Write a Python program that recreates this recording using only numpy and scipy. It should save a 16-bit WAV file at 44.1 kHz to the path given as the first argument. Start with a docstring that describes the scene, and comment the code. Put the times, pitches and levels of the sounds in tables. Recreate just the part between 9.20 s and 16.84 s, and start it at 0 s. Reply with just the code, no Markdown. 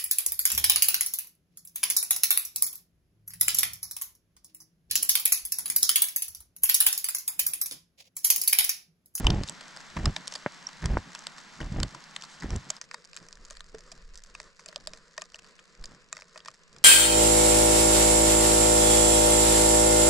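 """A hiker on snowshoes walks away through deep powder: each step is a deep thump under a muffled crunch. The
steps are runs of small collapses made from filtered clicks; larger slumps are single low swings. Snow hisses
all around as filtered noise; clumps tick on the microphone's housing and ring it, and his poles knock dully now
and then. A tiny chirp comes early, and a soft swish of fabric just before the place changes. Then, at once, he
is far off on a wooded slope: faint steps, a thinner hiss, more ticks and rumbling gusts."""
import sys
import numpy as np
from scipy import signal
from scipy.fft import rfft, irfft, next_fast_len
from scipy.io import wavfile
from scipy.ndimage import uniform_filter1d

SR = 44100
rng = np.random.default_rng(int(sys.argv[2]) if len(sys.argv) > 2 else 0)


def log_audio(samples):
    """Write samples as a 16-bit WAV file to the path given in sys.argv[1]."""
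    # one column per channel
    frames = np.atleast_2d(samples).T
    # limit to full scale, then quantise
    limited = np.clip(frames, -1, 1)
    pcm = np.round(limited * 32767).astype(np.int16)
    wavfile.write(sys.argv[1], SR, pcm)


N = 336924
TIME = np.arange(N) / SR  # seconds
SLOPE_S = 3.585  # the trail gives way to the far slope
TOP_HZ = 15800  # nothing much is heard above this

# Near steps, levels before the trims in near_steps: touch_down_s, press_s (to about full weight),
# rest_s (from there to rest), thump_db, crunch_db, swish_db, touch_db (against full weight),
# ease_db (change after touch-down)
NEAR_STEPS = [ (-0.01, 0.091, 0.14, -21, -28, -50.5, -15.5, 4),
              (0.769, 0.12, 0.014, -23.5, -30.5, -43, -8, -5.5),
              (1.629, 0.11, 0.049, -26, -34, -41.5, -1, -6),
              (2.407, 0.22, 0.033, -25, -33.5, -49, -8.5, -7.5),
              (3.23, .13, 0.025, -28.5, -36.5, -45.5, -6.5, -2)]
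# Snow giving way under a snowshoe, before the trim in slumps: centre_s, peak_db, pitch_hz
SLUMPS = [(0.056, -11.5, 43), (0.096, -16.5, 86), (0.136, -20, 67), (0.174, -31, 108), (0.846, -25, 62),
          (0.878, -15, 81.5), (1.657, -22, 115), (1.718, -19.5, 55), (1.77, -20.5, 80), (2.523, -21.5, 143),
          (2.598, -29, 65), (2.617, -20.5, 85), (3.246, -24.5, 265), (3.33, -26, 40.4), (3.367, -22.5, 80)]
# Faint steps on the slope, before the trim in far_steps: centre_s, length_s, crunch_db
FAR_STEPS = [(3.66, 0.061, -66), (4.024, 0.026, -53.5), (4.203, 0.026, -59), (4.556, 0.029, -55),
             (4.759, 0.032, -59), (5.21, 0.12, -70), (5.599, .035, -58), (5.717, 0.085, -60.5),
             (6.219, 0.054, -66), (6.612, 0.032, -54.5), (6.72, 0.053, -54), (6.917, 0.11, -66.5),
             (7.298, .06, -66.5), (7.6, 0.085, -58)]
# Snow striking the housing, before the grille: start_s, level_db, contact_s, ring_hz (of the struck spot),
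# body_db and thud_db (both relative to level_db)
TICKS = [(0.044, -47, 0.0086, 1010, 11, 9), (0.0676, -18, 0.0029, 3100, -14, -10.5),
         (.1029, -27.5, 0.0041, 3500, -12, -18), (.235, -38, 0.00099, 5100, -6.5, -10),
         (0.2755, -49, 0.0082, 7300, -18, -23), (0.2866, -37.5, .0024, 4000, -19, -28),
         (.2953, -43.5, 0.0017, 7750, -5, -2), (0.4088, -46, 0.0053, 4400, -0.5, -2),
         (0.5638, -50, 0.0014, 1660, 2, -1), (0.5716, -47, 0.0014, 5000, -1.5, -2),
         (0.7665, -48.5, .0087, 1100, 13.5, -10), (.8559, -28, 0.004, 5200, -2, -25),
         (0.9633, -30.5, 0.0041, 3930, -3, -7.5), (.9759, -55, 0.00062, 4370, -11, -5),
         (1.0733, -42.5, 0.0013, 5600, -5, -12), (1.0781, -37.5, 0.0018, 5800, -15, -11),
         (1.1228, -43, 0.0043, 5640, -1, -4), (1.1385, -43, 0.0016, 5800, -17, -13),
         (1.1525, -35, 0.0089, 4960, -6, -7.5), (1.488, -50.5, 0.0049, 1090, 3.5, -5),
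         (1.6567, -36.5, 0.0031, 5760, -0.5, -14), (1.9494, -41.5, 0.0034, 1480, -1, -8),
         (1.956, -46, 0.0042, 2860, -1, -22), (1.9911, -54.5, .001, 7940, -7, -17),
         (2.0686, -35, 0.0016, 5070, -7, -9.5), (2.181, -49, 0.0046, 5400, 1.5, -8),
         (2.403, -52, .0054, 1746, 12.5, -4), (2.413, -43.5, 0.0045, 2900, -11, 3.5),
         (2.6011, -40.5, 0.0018, 5670, -1.5, -22), (2.6308, -28.5, 0.0033, 4400, -4.5, -6.5),
         (2.747, -50, 0.0057, 1310, 6.5, -13), (2.9628, -34, 0.003, 4180, -2.5, -16),
         (3.0223, -44.5, 0.0013, 5570, -9, -28), (3.036, -44.5, 0.0062, 4500, -2, -8),
         (3.201, -58.5, .001, 7400, -12, -20), (3.2223, -51.5, 0.0028, 1850, 10.5, -9),
         (3.3046, -46.5, 0.0018, 5900, 2, -1), (3.361, -48.5, 0.0015, 7760, -22, -19),
         (3.502, -34.5, .0045, 7800, -6.5, -4.5), (3.566, -48.5, .0007, 5000, -10, -19),
         (3.6141, -42, 0.00054, 6400, -2, -12), (3.713, -46.5, 0.00032, 2350, 5.5, -8),
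         (3.7424, -41.5, 0.0045, 1960, 3.5, -3), (3.8491, -56.5, .0011, 6340, -15, -14),
         (3.932, -49, 0.00062, 2530, -7, -13), (3.9647, -46.5, 0.0017, 7100, 0, -25),
         (3.9723, -45.5, 0.00042, 4670, -1, -37), (4.0862, -58, 0.00057, 7300, 3, -26),
         (4.1275, -49.5, 0.0007, 5800, -7, -28), (4.2507, -55.5, 0.00077, 7460, -16, -19),
         (4.3014, -53, 0.00058, 4660, -3, -33), (4.308, -50, 0.00068, 7550, 1, 4),
         (4.3694, -50, 0.0017, 4430, -5, -25), (4.4063, -43.5, 0.00076, 4230, -2.5, -11),
         (4.5467, -55, 0.0044, 5550, 5, 9), (4.5906, -62.5, 0.00075, 7500, -1, 6),
         (4.7167, -47.5, 0.0094, 5900, -2.5, -0.5), (4.956, -53.5, 0.00052, 6300, -4.5, -22),
         (4.975, -55, 0.0016, 7300, -10, -16), (5.0375, -57.5, .0005, 7850, -16, -24),
         (5.15, -43.5, 0.0027, 2480, 0, -28), (5.2009, -45, 0.0011, 1900, 1.5, -2),
         (5.394, -57, 0.0022, 1890, 6.5, -22), (5.46, -51.5, 0.0018, 7500, 1.5, 1),
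         (5.4868, -46.5, 0.00055, 4650, -16, 0.5), (5.5278, -63.5, .0014, 1900, 15, 13.5),
         (5.5598, -35.5, .0008, 4240, -10.5, -3.5), (5.6723, -37, 0.00053, 5530, -9, -1),
         (5.7347, -47, 0.001, 5600, -1, 0), (5.9783, -40.5, 0.0025, 1140, 6.5, 7.5),
         (6.0115, -51, 0.0035, 4310, -10, -25), (6.0193, -46, 0.0012, 7600, 8, 6),
         (6.1437, -42.5, .0025, 2720, -11, -7.5), (6.157, -54.5, 0.0024, 6200, 1, -20),
         (6.1898, -50.5, 0.0017, 2730, -8, -21), (6.2445, -57, .0015, 4750, 1, -13),
         (6.3909, -55, 0.0021, 3260, 2.5, -10), (6.6397, -43.5, 0.0047, 5000, -3, -5.5),
         (6.656, -49, 0.0023, 7200, -18, -15), (6.9275, -41.5, 0.0013, 7840, 4, -15),
         (6.9674, -45.5, 0.0033, 2100, 2, -4), (6.99, -65.5, .0026, 1180, 13, 11),
         (7.021, -52, 0.00049, 2300, 5, 0.5), (7.1582, -60, .0031, 1280, 14.5, 18),
         (7.1763, -49, 0.0045, 4700, -1, -19), (7.203, -52, 0.0032, 3300, -6, -28),
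         (7.2581, -49, .0031, 1020, 3.5, -1), (7.2757, -51, 0.0053, 5230, -5, -20),
         (7.2834, -47, 0.0014, 1350, 7.5, -10), (7.563, -55.5, 0.0033, 5430, 1, -13)]
# Edges of the thud, body, main and top bands of a tick: edge_hz
TICK_EDGES_HZ = [450, 900, 2700, 6000, 14000]
# Small hard grains ring high and sparkle, wet ones do not: ring_hz, top_db (relative to the tick),
# spot_db (strength of the struck spot's ring)
TICK_TONE = [(1130, -0.5, -21.5), (1900, -0.5, -9), (2420, -5, -12), (3100, -13.5, -7), (3470, -15, -25.5),
             (4400, -3, -9), (5000, -4, -15), (5800, 1.5, -29), (7800, 10, -24.5)]
# Ringing notes of the housing: pitch_hz, level_db (relative), t60_s (time to fade by 60 dB)
HOUSING = [(627, 11.5, 0.046), (1218, -15.5, 0.11), (1864, 0, 0.032), (2535, -1, 0.024), (3780, -20, 0.14),
           (5000, 6, 0.01), (7400, -12.5, 0.038)]
# The grille in front of the microphone shades the ticks: pitch_hz, level_db
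GRILLE = [(300, -13.5), (550, -3), (1000, 6), (1800, 0.5), (2400, 0), (3100, 2), (4000, 1), (5400, 4.5),
          (6500, -4), (8000, 2), (16000, -6.5)]
# Dull knocks of the hiker's poles: start_s, thud_db, thud_top_hz, ring_hz, ring_db, ring_t60_s
KNOCKS = [(1.262, -11, 2210, 600, -31, 0.055), (1.7708, -12, 1830, 930, -23, 0.016),
          (4.545, -54, 900, 442, -34, 0.082)]
# Wind on the microphone: time_s, level_db
WIND = [(3.6, -77), (3.79, -84), (4.21, -50.5), (4.31, -55), (4.35, -50), (4.74, -58), (4.87, -45),
        (5.52, -74), (5.69, -51.5), (5.95, -75), (6.22, -65), (6.32, -77), (6.57, -75), (6.61, -35.5),
        (6.76, -69.5), (7.25, -74), (7.62, -65), (7.64, -81)]
# Tone colours, low to high, all with the columns: pitch_hz, level_db (relative)
THUMP_COLOUR = [(12, -34), (22, 0.5), (38, 7.5), (62, 2), (105, 0.5), (135, -1.5), (200, -14.5), (400, -48)]
CRUNCH_COLOUR = [(70, -67), (140, 5.5), (220, -0.5), (330, -6.5), (500, -13), (800, -14.5), (1500, -27.5),
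                 (3000, -29.5)]
SWISH_COLOUR = [(400, -20), (900, -12), (1800, -0.5), (2800, -19), (5000, -19), (10000, -35)]
FLAKE_COLOUR = [(400, -32), (620, 1.5), (850, -3), (1700, 7.5), (2800, -5.5), (5000, 6.5), (7500, 1.5),
                (10000, -15.5), (15000, -35)]
TRAIL_AIR = [(25, 0), (112, -19), (145, 5), (190, 5), (245, -0.5), (400, -6.5), (700, -2.5), (1000, 2.5),
             (1900, 1.5), (2500, -4), (4200, -5), (5200, -6.5), (7700, -11.5), (10500, -31), (12700, -33),
             (14000, -70)]
SLOPE_AIR = [(30, -1), (122, -19), (165, 6), (280, -10), (490, 3.5), (820, -18), (1000, -2), (1800, -4.5),
             (2500, -16.5), (3400, -16), (4900, -8.5), (5900, -17), (7400, -14), (9500, -30.5),
             (15000, -62)]
GUST_COLOUR = [(12, 1), (24, 6.5), (40, -4.5), (60, -17), (85, -26.5), (125, -29.5), (250, -38)]
# Stereo width of the hiss in each place: pitch_hz, side_db (side minus middle)
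TRAIL_WIDTH = [(60, -17), (130, 0), (300, -2.5), (700, -14), (1400, -8), (2600, -10), (4500, -8.5),
               (8000, -18), (14000, 10)]
SLOPE_WIDTH = [(60, 0), (150, 5.5), (500, -32), (1400, -11), (2600, 8.5), (4500, -7), (8000, -38),
               (14000, 29)]
# The two microphone ports differ: pitch_hz, difference_db (left minus right), left_lead_radians
PORTS = [(100, -1, .03), (600, -.5, .55), (1100, 0, .65), (1700, 1.3, .1), (2400, 3.5, -1.3),
         (3100, 2, -.85), (4400, -3.7, 0), (5800, -2, 0), (7800, 1.5, 0), (12000, 3, 0)]

# Every near step: time to bite, to fall silent under the full weight, and for loose snow to settle
BITE_S, RELEASE_S, SETTLE_S = 0.011, 0.042, 0.11
# Against full weight: the load at rest, and loose snow stirring before and after
REST_DB, STIR_DB = -8.5, -29.5
# Hiss of the snowfall: level at the start of the trail, its fall, level on the slope
TRAIL_HISS_DB, TRAIL_FADE_DB_PER_S, SLOPE_HISS_DB = -49.5, 1.0, -61.5
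# Fine patter of flakes
TRAIL_PATTER_DB, SLOPE_PATTER_DB = -60, -67


def undb(db):
    """Turn decibels into a plain gain."""
    return 10 ** (np.asarray(db) / 20)


def unit(x):
    """Scale a sound to an average (rms) level of 1."""
    return x / np.sqrt(np.mean(x ** 2) + 1e-30)


def curve(rows):
    """Gain over time from (time_s, level_db) rows, silent outside them."""
    return undb(np.interp(TIME, *np.transpose(rows), left=-150, right=-150))


def swell(s, length_s):
    """A smooth rise and fall around time s."""
    return np.exp(-((TIME - s) / length_s) ** 2)


def colour(x, points, lead=0):
    """Filter by (pitch_hz, level_db) points, fading out above the last; lead turns the phase at each."""
    hz, db = np.transpose(points)
    size = next_fast_len(len(x) + SR // 10)
    bins = np.maximum(np.fft.rfftfreq(size, 1 / SR), 1)
    gain = undb(np.interp(np.log(bins), np.log(hz), db))
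    gain = gain / np.maximum(bins / hz[-1], 1) ** 4
    turn = np.exp(1j * np.interp(bins, hz, lead)) if np.ndim(lead) else 1
    return irfft(rfft(x, size) * gain * turn, size)[:len(x)]


def band(x, lo_hz, hi_hz, order=2):
    """Keep only the pitches between two limits."""
    edges = [lo_hz, min(hi_hz, SR / 2 - 1)]
    return signal.sosfilt(signal.butter(order, edges, "band", fs=SR, output="sos"), x)


def ring(t, hz, t60):
    """One struck note: a sine that fades by 60 dB in t60 seconds."""
    return np.sin(2 * np.pi * hz * t) * np.exp(-np.log(1000) * t / t60)


def walk(rate):
    """Random wander through a fresh value `rate` times a second."""
    knots = rng.standard_normal(4096)
    return np.interp(TIME * rate, np.arange(len(knots)), knots)


def grains(rate, spread_db):
    """Random clicks, `rate` a second on average, most small and a few large."""
    size = undb(spread_db * np.minimum(rng.exponential(size=N), 4))
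    return (rng.random(N) < rate / SR) * size * rng.choice([-1, 1], N)


def even(x, span_s):
    """Hold the level near 1 over each span, keeping the faster texture."""
    return x / np.sqrt(uniform_filter1d(x ** 2, int(span_s * SR)) + np.mean(x ** 2) / 1000)


def stereo(mid, side):
    """Left and right from middle and side."""
    return np.array([mid + side, mid - side])


def add(out, s, sound):
    """Mix a sound in at time s."""
    start = max(int(s * SR), 0)
    part = sound[..., :max(N - start, 0)]
    out[..., start:start + part.shape[-1]] += part


def tread(s, press_s, rest_s, touch_db, ease_db):
    """Load of one step: the shoe stirs the powder, bites, eases, takes the weight, rests; snow settles."""
    gaps_s = [0, SETTLE_S, BITE_S, press_s / 4, press_s / 5, press_s / 5, press_s / 3,
              rest_s, RELEASE_S, SETTLE_S]
    load_db = [2 * STIR_DB, STIR_DB, touch_db, touch_db, touch_db + ease_db, touch_db / 2, 0,
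               REST_DB, STIR_DB, 2 * STIR_DB]
    times_s = s - SETTLE_S - BITE_S + np.cumsum(gaps_s)
    return curve(np.c_[times_s, load_db])


def near_steps(thump_db=-2, crunch_db=-0.5, swish_db=-2, side_db=-18, thump_lag_s=0.0057,
               scuff_db=2, scuff_s=.02, refill_db=-51, refill_after_s=0.093, refill_s=0.031):
    """Weight packs powder in small, muffled collapses; loose snow brushes the deck and refills the print."""
    thump = crunch = swish = 0  # loudness over time of each layer
    for s, press_s, rest_s, step_thump_db, step_crunch_db, step_swish_db, touch_db, ease_db in NEAR_STEPS:
        load = tread(s, press_s, rest_s, touch_db, ease_db)
        late_load = tread(s + thump_lag_s, press_s, rest_s - thump_lag_s, touch_db, ease_db)
        scuff = undb(scuff_db) * swell(s + scuff_s / 2, scuff_s)
        refill = undb(refill_db) * swell(s + press_s + rest_s + refill_after_s, refill_s)
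        thump = thump + undb(step_thump_db) * late_load
        crunch = crunch + undb(step_crunch_db) * np.hypot(load, scuff / 2) + refill
        swish = swish + undb(step_swish_db) * np.hypot(load / 2, scuff)
    low = even(colour(grains(260, 0.95), THUMP_COLOUR), 0.05) * thump * undb(thump_db)
    mid, side = (even(colour(grains(700, 2.6), CRUNCH_COLOUR), 0.0356) * crunch * undb(crunch_db)
                 for _ in range(2))
    brush = even(colour(grains(640, 5.6), SWISH_COLOUR), 0.036) * swish * undb(swish_db)
    return stereo(low + mid + brush, undb(side_db) * side)


def slumps(cycles=0.47, gain_db=-1):
    """A whole layer of snow drops: one smooth, low swing of pressure."""
    out = np.zeros(N)
    for s, db, hz in SLUMPS:
        turn = (TIME - s) * hz  # cycles away from the centre
        near = np.abs(turn) < 3
        swing = np.cos(2 * np.pi * (turn[near] + rng.random()))
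        out[near] += undb(db + gain_db) * swing * np.exp(-(turn[near] / cycles) ** 2)
    return out


def far_steps(gain_db=-3.0, side_db=-9, thump_db=-7, brush_db=-6):
    """Up the slope a step is faint: a small thump, a low crunch and a brush of powder."""
    mid, side = (even(colour(grains(500, 5.4), CRUNCH_COLOUR), 0.025) for _ in range(2))
    low = undb(thump_db) * even(band(grains(260, 2), 81, 140), 0.048)
    brush = undb(brush_db) * even(band(grains(1500, 2.5), 350, 1800), .04)
    load = sum(undb(db) * swell(s, length_s) for s, length_s, db in FAR_STEPS)
    return stereo(mid + low + brush, undb(side_db) * side) * load * undb(gain_db)


def squeak(peak_db=-23, hz=5600):
    """A tiny high chirp: a sine a few thousandths of a second long."""
    return undb(peak_db) * swell(1.4705, .0016) * np.sin(2 * np.pi * hz * TIME)


def sleeve(level_db=-55):
    """A soft, high swish of band-limited noise, like shell fabric brushing past the pack."""
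    fabric = unit(band(rng.standard_normal(N), 2500, 8300, order=5))
    return undb(level_db) * swell(3.125, .04) * fabric


def tick(contact_s, ring_hz, ring_db, levels_db, housing_db, crumbs_db=-19, side_db=-11):
    """A clump bursts on the housing and rings it; its crumbs patter after."""
    t = np.arange(SR // 14) / SR
    burst = np.exp(-(t / max(contact_s, 1 / SR)) ** 4) + undb(crumbs_db) * np.exp(-t / .005)
    crystals = burst * rng.choice([-1, 1], (2, len(t)))
    shares = rng.uniform(.5, 1.4, len(HOUSING))  # each place of impact favours other notes
    shell = undb(housing_db) * sum(share * undb(db) * ring(t, hz, t60)
                                   for share, (hz, db, t60) in zip(shares, HOUSING))
    spot = undb(ring_db) * ring(t, ring_hz, .005)  # the struck spot rings only briefly
    hit = signal.fftconvolve(crystals, [(t == 0) + shell + spot])[:, :len(t)]
    mid = side = 0
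    for k, db in enumerate(levels_db):
        direct, scattered = band(hit, TICK_EDGES_HZ[k], TICK_EDGES_HZ[k + 1], order=3)
        if k == len(levels_db) - 1:  # soft snow has little at the very top
            direct, scattered = band([direct, scattered], 5740, 7670, order=2)
        gain = undb(db) * np.sqrt(.005 / t[-1])  # levels are averages (rms) over 5 ms
        mid = mid + gain * unit(direct)
        side = side + gain * unit(scattered) * undb(side_db - 2.2 * abs(k - 1))
    return stereo(mid, side)


def ticks(trail_housing_db=-46, slope_housing_db=-32):
    """The larger clumps strike; the housing rings more freely on the slope."""
    out = np.zeros((2, N))
    pitches, *tone = np.transpose(TICK_TONE)
    for s, db, contact_s, ring_hz, body_db, thud_db in TICKS:
        housing_db = trail_housing_db if s < SLOPE_S else slope_housing_db
        top_db, spot_db = (np.interp(ring_hz, pitches, column) for column in tone)
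        levels_db = db + np.array([thud_db, body_db, 0, top_db])
        add(out, s, tick(contact_s, ring_hz, spot_db, levels_db, housing_db))
    return np.array([colour(x, GRILLE) for x in out])


def knocks(push_s=0.00026, low_hz=125, crumble_db=-14, crumble_s=0.0061):
    """Dull knocks: a very short push and a brief crumble, kept below thud_top_hz, with one low ringing note."""
    out = np.zeros(N)
    t = np.arange(SR // 10) / SR
    for s, db, thud_top_hz, hz, ring_db, t60 in KNOCKS:
        crumble = undb(crumble_db) * np.exp(-t / crumble_s) * rng.standard_normal(len(t))
        thud = band(np.exp(-t / push_s) + crumble, low_hz, thud_top_hz, order=4)
        add(out, s, undb(db) * thud / np.abs(thud).max() + undb(ring_db) * ring(t, hz, t60))
    return out


def flakes(rate=130, spread_db=2.5, flurry_db=-62, flurry_s=0.035, flurry_lag_s=0.018, side_db=-12):
    """Flakes land close by, each a faint short crackle; a small flurry comes with every larger clump."""
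    t = np.arange(SR // 100) / SR
    crumble = np.exp(-t / .0014)
    landings = signal.fftconvolve(np.abs(grains(rate, spread_db)), crumble)[:N]
    mid, side = (even(colour(landings * rng.standard_normal(N), FLAKE_COLOUR), 0.173) for _ in range(2))
    steady = undb(np.where(TIME < SLOPE_S, TRAIL_PATTER_DB, SLOPE_PATTER_DB))
    flurries = np.sqrt(sum(swell(row[0] + flurry_lag_s, flurry_s) for row in TICKS))
    return stereo(mid, undb(side_db) * side) * np.hypot(steady, undb(flurry_db) * flurries)


def air(points, width, flicker_db):
    """Wide hiss of snowfall and forest: coloured noise whose level can flicker."""
    mid, side = (colour(rng.standard_normal(N), points) * undb(flicker_db * walk(22)) for _ in range(2))
    return stereo(mid, colour(side, width)) / np.std(mid)


def snowfall():
    """The hiss thins slowly along the trail; on the slope it is fainter and flickers."""
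    on_trail = undb(TRAIL_HISS_DB - TRAIL_FADE_DB_PER_S * TIME) * air(TRAIL_AIR, TRAIL_WIDTH, flicker_db=0.0)
    on_slope = undb(SLOPE_HISS_DB) * air(SLOPE_AIR, SLOPE_WIDTH, flicker_db=2.9)
    return np.where(TIME < SLOPE_S, on_trail, on_slope)


def wind():
    """Light gusts rumble on the microphone: low noise that rises and falls."""
    return even(colour(rng.standard_normal(N), GUST_COLOUR), 0.07) * curve(WIND)


def scene():
    """Hiker, falling snow and wind together; soft snow all round gives no echo."""
    hiker = near_steps() + slumps() + far_steps() + squeak() + sleeve()
    snow = ticks() + knocks() + flakes() + snowfall()
    return hiker + snow + wind()


def record(dry):
    """Each port has its own colour and phase; the recorder rounds the highest peaks and cuts the top."""
    hz, db, lead = np.transpose(PORTS)
    # each port takes half of the difference, in opposite directions
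    ports = np.array([colour(x, np.c_[hz, sign * db / 2], sign * lead / 2)
                      for x, sign in zip(dry, (1, -1))])
    rounded = .7 * np.tanh(ports / .7)
    return signal.sosfilt(signal.ellip(8, .2, 70, TOP_HZ, fs=SR, output="sos"), rounded)


dry = scene()
out = record(dry)
log_audio(out)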